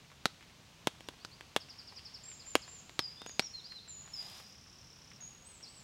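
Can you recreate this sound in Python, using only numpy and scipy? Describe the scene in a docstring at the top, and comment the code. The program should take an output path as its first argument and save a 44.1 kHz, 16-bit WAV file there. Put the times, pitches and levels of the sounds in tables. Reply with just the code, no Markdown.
"""Heavy drops smack the taut tarp close overhead; lighter ones patter further off in the wet wood.
A wren whistles and trills, echoing among the trunks, and fabric rustles once near the end.
Drops are impacts on damped fabric modes, the wren is gliding tones, the echoes are dying noise.
Rustle, soft hiss, the wood's low murmur and the microphones' own noise are coloured noise."""
import sys
import numpy as np
from scipy import signal
from scipy.fft import rfft, irfft
from scipy.io import wavfile

SR = 44100
rng = np.random.default_rng(int(sys.argv[2]) if len(sys.argv) > 2 else 0)


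def int16_out(signal):
    """Quantize to a 16-bit WAV file."""
    q = np.round(np.clip(np.atleast_2d(signal).T, -1, 1) * 32767)
    wavfile.write(sys.argv[1], SR, q.astype(np.int16))


N = 257103
TIME = np.arange(N) / SR


def from_db(db):
    """Decibels to amplitude gain."""
    return 10 ** (np.asarray(db) / 20)


def rms_one(x):
    """Scale to rms 1."""
    return x / np.sqrt(np.mean(x ** 2) + 1e-20)


def unit_energy(x):
    """Scale to energy 1 (sum of squares)."""
    return x / np.sqrt(np.sum(x ** 2) + 1e-20)


def add(track, s, sound):
    """Mix a sound into the track at time s, cut where the track ends."""
    at = max(0, round(s * SR))
    track[at:at + len(sound)] += sound[:max(0, N - at)]


def band(x, low_hz, high_hz, order=2):
    """Causal band-pass."""
    sos = signal.butter(order, [low_hz, high_hz], "band", fs=SR, output="sos")
    return signal.sosfilt(sos, x)


def resonate(x, hz, width_hz):
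    """Ring one resonance, whose gain is about 1 at its peak."""
    r = np.exp(-np.pi * width_hz / SR)    # pole radius: a wider resonance dies sooner
    numerator = np.array([1, 0, -1]) * (1 - r * r) / 2
    return signal.lfilter(numerator, [1, -2 * r * np.cos(2 * np.pi * hz / SR), r * r], x)


def dying_noise(t, t60):
    """Noise that falls 60 dB in t60 seconds; energy 1."""
    return unit_energy(rng.standard_normal(len(t)) * from_db(-60 * t / t60))


def coloured_noise(spectrum):
    """Steady noise shaped by (f/Hz, relative level/dB) points; rms 1."""
    hz, db = np.transpose(spectrum)
    bins_hz = np.fft.rfftfreq(N, 1 / SR)
    gain = from_db(np.interp(np.log(bins_hz + 1), np.log(hz), db))    # + 1 avoids log 0
    return rms_one(irfft(rfft(rng.standard_normal(N)) * gain, N))


def flutter(per_s):
    """Random wander: straight lines between normal random values, per_s of them a second."""
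    knots = np.arange(0, TIME[-1] + 1, 1 / per_s)
    return np.interp(TIME, knots, rng.standard_normal(len(knots)))


def blow(t, scatter_db, t60):
    """A sharp impact, then ripples that scatter back from seams and edges."""
    onset = 1 - np.exp(-(t / 0.00026) ** 2)
    ripples = unit_energy(dying_noise(t, t60) * onset)
    return (t == 0) + from_db(scatter_db) * ripples


def sheet_mode(t, hz, width_hz, scatter_db, t60):
    """A heavily damped mode of the sheet, driven by one blow; energy 1."""
    return unit_energy(resonate(blow(t, scatter_db, t60), hz, width_hz))


def tarp_drops(thump_db=-3, knock_db=-2.0, ring_db=-3, snap_db=14, contact_hz=9000,
               ground=0.035, ground_s=0.0064):
    """Each drop lands with a snap, dents the sheet (thump, pat, knock) and rings the tight weave."""
    # drops overhead: t/s, level/dB, pat f/Hz, knock f/Hz, ring f/Hz, hardness/dB (favours upper modes)
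    drops = [(0.2564, -31.5, 680, 1480, 3900, 3), (0.872, -29.5, 680, 1240, 3260, -3),
             (1.007, -56, 624, 1280, 3130, 1), (1.087, -45, 980, 1350, 3600, 0.5),
             (1.2488, -51.5, 990, 1400, 4600, 5.5), (1.409, -56.5, 950, 1860, 2930, 5),
             (1.5635, -30.5, 810, 2060, 3180, 0.5), (2.5538, -25, 440, 1270, 2800, -1.5),
             (2.895, -60.5, 790, 1930, 3940, 4), (2.9923, -35.5, 964, 1250, 4100, 5),
             (3.218, -50.5, 1030, 1400, 3330, -2.5), (3.263, -48.5, 855, 1320, 2880, -1.5),
             (3.295, -57.5, 533, 1900, 5100, 1.5), (3.395, -33, 744, 2130, 4460, 4)]
    thump_hz = 210    # every drop shares the sheet's low thump
    thump_width_hz, pat_width_hz, knock_width_hz, ring_width_hz = 280, 500, 750, 900
    snap_gains, thump_loses = 0.23, 0.1    # shares of the hardness, dB per dB
    out, t = np.zeros(N), TIME[:SR // 10]
    # water takes a moment to flatten, which softens the top
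    soft = signal.butter(1, contact_hz, fs=SR, output="sos")
    for s, db, pat_hz, knock_hz, ring_hz, hard_db in drops:
        ring = sheet_mode(t, ring_hz, ring_width_hz, scatter_db=-3.5, t60=0.037)
        knock = sheet_mode(t, knock_hz, knock_width_hz, scatter_db=-5, t60=0.017)
        pat = sheet_mode(t, pat_hz, pat_width_hz, scatter_db=-15.0, t60=0.04)
        thump = sheet_mode(t, thump_hz, thump_width_hz, scatter_db=-9, t60=0.037)
        # neighbouring modes swing in opposite directions
        sheet = (from_db(ring_db + hard_db) * ring - from_db(knock_db + hard_db) * knock
                 + pat - from_db(thump_db - thump_loses * hard_db) * thump)
        snap = band(blow(t, -10, .04), 3500, 9500, order=1)
        snap = snap / np.abs(snap).max()
        # the modes' levels are rms over 20 ms, the snap's is a peak
        hit = sheet * np.sqrt(.02 * SR) + from_db(snap_db + snap_gains * hard_db) * snap
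        hit = from_db(db) * signal.sosfilt(soft, hit)
        add(out, s, hit)
        add(out, s + ground_s, ground * hit)    # echo from the ground
    return out


def drip(hz, width_hz=1300):
    """A dull, distant tap: one broad resonance struck by a blow; peak 1."""
    tap = resonate(blow(TIME[:SR // 15], -0.31, 0.066), hz, width_hz)
    tap = band(tap, 200, 4300, order=1)
    return tap / np.abs(tap).max()


def far_drips(level_db=4, patter_db=-60, spread_db=4, largest_db=-46, count=130):
    """Drips further off: the clearest at set times over a random patter of fainter ones of the same kind: many
    faint, few clear."""
    # clearest drips further off: t/s, peak level/dB (before level_db), f/Hz
    drips = [(0.117, -47, 1070), (0.409, -46.5, 2070), (0.427, -46, 2240), (1.687, -46.5, 2450),
             (1.924, -44, 651), (1.993, -44, 2820), (2.316, -43.5, 2600), (2.679, -43, 660),
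             (3.424, -45, 1210), (3.722, -44, 1560), (4.077, -45, 1180), (4.401, -42, 680),
             (5.116, -46.5, 2050)]
    out = np.zeros(N)
    for s, db, hz in drips:
        add(out, s, from_db(db + level_db) * drip(hz))
    for when, size, pitch in rng.random((count, 3)):
        db = min(patter_db - spread_db * np.log(1 - size), largest_db)    # exponential spread in dB
        add(out, when * TIME[-1], from_db(db) * drip(800 * 4 ** pitch))   # 800 to 3200 Hz
    return out


def whistle(hz, edge, waver=0.0045, flutter_db=2.0):
    """A near-pure tone along a pitch track; pitch and level waver together, ends are soft."""
    u = np.linspace(0, 1, len(hz))
    shake = np.interp(TIME[:len(hz)] * 200, np.arange(64), rng.standard_normal(64))    # 200 values a second
    swell = np.sin(np.pi / 2 * np.clip(np.minimum(u, 1 - u) / edge, 0, 1))
    phase = 2 * np.pi * np.cumsum(hz * (1 + waver * shake)) / SR
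    return swell * from_db(flutter_db * shake) * np.sin(phase)


def trill(run, first_db, last_db, count):
    """A run of falling chirps that grows steadily louder."""
    first, period, length, top_hz, bottom_hz, late = run
    out, fall = np.zeros(N), np.linspace(top_hz, bottom_hz, int(length * SR))
    for k, db in enumerate(np.linspace(first_db, last_db, count)):
        chirp = whistle(fall, edge=0.5, waver=.01, flutter_db=1.0)
        add(out, first + k * period + k % 2 * late, from_db(db) * chirp)
    return out


def wren(whistle_db=-1, fade_db_per_s=29):
    """Whistles slide onto a pitch and bend away from it, among a slow and a fast trill."""
    # whistled notes: t/s, length/s, held f/Hz, level/dB (before whistle_db; at mid-note), syllable
    notes = [(1.028, 0.063, 5700, -65, "rise"), (1.198, .04, 4490, -61.5, "sweep"),
             (1.312, 0.037, 4490, -55, "sweep"), (2.228, 0.13, 7510, -51.5, "arch"),
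             (2.394, 0.032, 4600, -52, "chirp"), (2.453, 0.12, 7320, -51, "arch"),
             (2.62, 0.023, 4640, -48.5, "chirp"), (2.669, 0.14, 7410, -52, "arch"),
             (3, 0.095, 4830, -42.5, "slur"), (3.17, 0.068, 3630, -53.5, "rise"),
             (3.266, 0.057, 6980, -47.5, "arch"), (3.415, 0.064, 5770, -46, "arch"),
             (3.533, 0.076, 4100, -47, "hook"), (3.64, 0.033, 4720, -47, "sweep"),
             (3.699, 0.099, 4110, -48.5, "hook"), (3.874, .2, 6945, -50, "slur"),
             (4.131, 0.088, 4900, -42, "slur"), (5.204, 0.08, 6550, -47.5, "lift"),
             (5.442, 0.15, 8170, -57, "arch"), (5.626, 0.025, 5170, -46, "chirp"),
             (5.657, 0.034, 4340, -53, "sweep"), (5.681, 0.14, 8060, -57, "arch")]
    # syllables, as bends in fractions of the held pitch:
    # start bend, settling time/s, end bend, power of the note's progress that the end bend grows with
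    syllables = {"arch": (-.11, .009, -.15, 3.3), "slur": (.1, .027, -.02, 2), "hook": (.05, .02, -.18, 7),
                 "lift": (.025, .012, .04, 2), "rise": (-.06, .02, .01, 2), "sweep": (-.08, .02, .11, 1.2),
                 "chirp": (.14, .018, -.16, 1.5)}
    # runs of falling chirps: first t/s, period/s, length/s, top f/Hz, bottom f/Hz,
    # lateness of every second chirp/s
    slow_run = (1.599, .0895, .032, 5850, 4050, 0)
    fast_run = (4.3485, .02895, .008, 6450, 4600, .0015)
    out = trill(slow_run, first_db=-49.5, last_db=-45.5, count=7)
    out += trill(fast_run, first_db=-53, last_db=-52.5, count=29)
    for s, length, held_hz, db, syllable in notes:
        start_bend, settle_s, end_bend, power = syllables[syllable]
        t = TIME[:int(length * SR)]
        bend = start_bend * np.exp(-t / settle_s) + end_bend * (t / length) ** power
        note_db = db + whistle_db - fade_db_per_s * (t - length / 2)    # each note fades as it goes
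        add(out, s, from_db(note_db) * whistle(held_hz * (1 + bend), edge=0.14))
    return out


def trunks(x, near_db, near_t60, far_db, far_t60):
    """Echoes from nearby trunks and a longer tail from the depth of the wood, as dying noise."""
    t = TIME[:int(1.5 * SR)]
    echo = from_db(near_db) * dying_noise(t, near_t60) + from_db(far_db) * dying_noise(t, far_t60)
    onset = 1 - np.exp(-t / 0.0017)
    return signal.fftconvolve(x, echo * onset)[:N]


def rustle(grain_db=2.5, snags_per_s=250, snag_db=-5):
    """Fabric slides over fabric with a grainy swish; threads snag and let go with tiny ticks."""
    # the rustle's rise and fall: t/s, level/dB
    swell = [(4.05, -81), (4.13, -68), (4.18, -60.5), (4.29, -56), (4.39, -56), (4.45, -67), (4.62, -79)]
    # its colour: f/Hz, relative level/dB per Hz
    colour = [(300, -38), (700, 12), (1300, 5), (2300, 4.5), (3500, 12), (6000, 3), (9000, -2.5),
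              (13000, -5.5), (16000, -32)]
    snags = (rng.random(N) < snags_per_s / SR) * rng.standard_normal(N)
    ticks = from_db(snag_db) * rms_one(band(snags, 600, 11000, order=1))
    swish = from_db(grain_db * flutter(190)) * coloured_noise(colour)
    return from_db(np.interp(TIME, *np.transpose(swell))) * (swish + ticks)


def background(murmur_db=-63.0, hiss_db=-1):
    """A low, steady, distant murmur and a soft hiss of wet leaves that swells with the fabric rustle."""
    # low murmur of the wood: f/Hz, relative level/dB per Hz
    wood = [(18, -34), (30, -6.5), (70, 3.5), (150, 3.5), (213, -1), (332, -7.5), (600, -17.5), (1500, -33)]
    # colour of the soft hiss: f/Hz, relative level/dB per Hz
    hiss_colour = [(210, -30), (350, -9.5), (1050, -8), (1130, -7), (1230, -10), (2000, -11), (2710, -8),
                   (4570, -11), (6380, -13.5), (15500, -37)]
    # level of the soft hiss within 600-2800 Hz: wet leaves, with the fabric rustle swelling at 4.27 s:
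    # t/s, level/dB (before hiss_db)
    hiss_levels = [(0.0, -65), (2.65, -63), (3.95, -66), (4.27, -61.5), (4.53, -66), (5.83, -64.5)]
    hiss = coloured_noise(hiss_colour)
    hiss = hiss / np.std(band(hiss, 600, 2800))
    hiss_gain = from_db(np.interp(TIME, *np.transpose(hiss_levels)) + hiss_db)
    return from_db(murmur_db) * coloured_noise(wood) + hiss_gain * hiss


def scene():
    """Drops, wren and their echoes, rustle and background reach both channels alike."""
    rain, bird = tarp_drops() + far_drips(), wren()
    rain_echo = trunks(rain, near_db=-20, near_t60=0.32, far_db=-28.5, far_t60=1.0)
    rain_echo = band(rain_echo, 1800, 10000, order=1)
    bird_echo = trunks(bird, near_db=-3.5, near_t60=0.13, far_db=-2.5, far_t60=1.16)
    return np.tile(rain + rain_echo + bird + bird_echo + rustle() + background(), (2, 1))


def record(dry, self_noise_db=-79, cutoff_hz=15800):
    """Each microphone adds a faint noise of its own; the top is cut steeply."""
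    # self-noise of each microphone: f/Hz, relative level/dB per Hz
    self_noise = [(20, -7.5), (60, -1), (250, -10.5), (1000, -17.5), (4000, -52), (16000, -14)]
    own = from_db(self_noise_db) * np.array([coloured_noise(self_noise) for channel in dry])
    steep = signal.ellip(10, .1, 80, cutoff_hz, fs=SR, output="sos")
    return signal.sosfilt(steep, dry + own)


dry = scene()
out = record(dry)
int16_out(out)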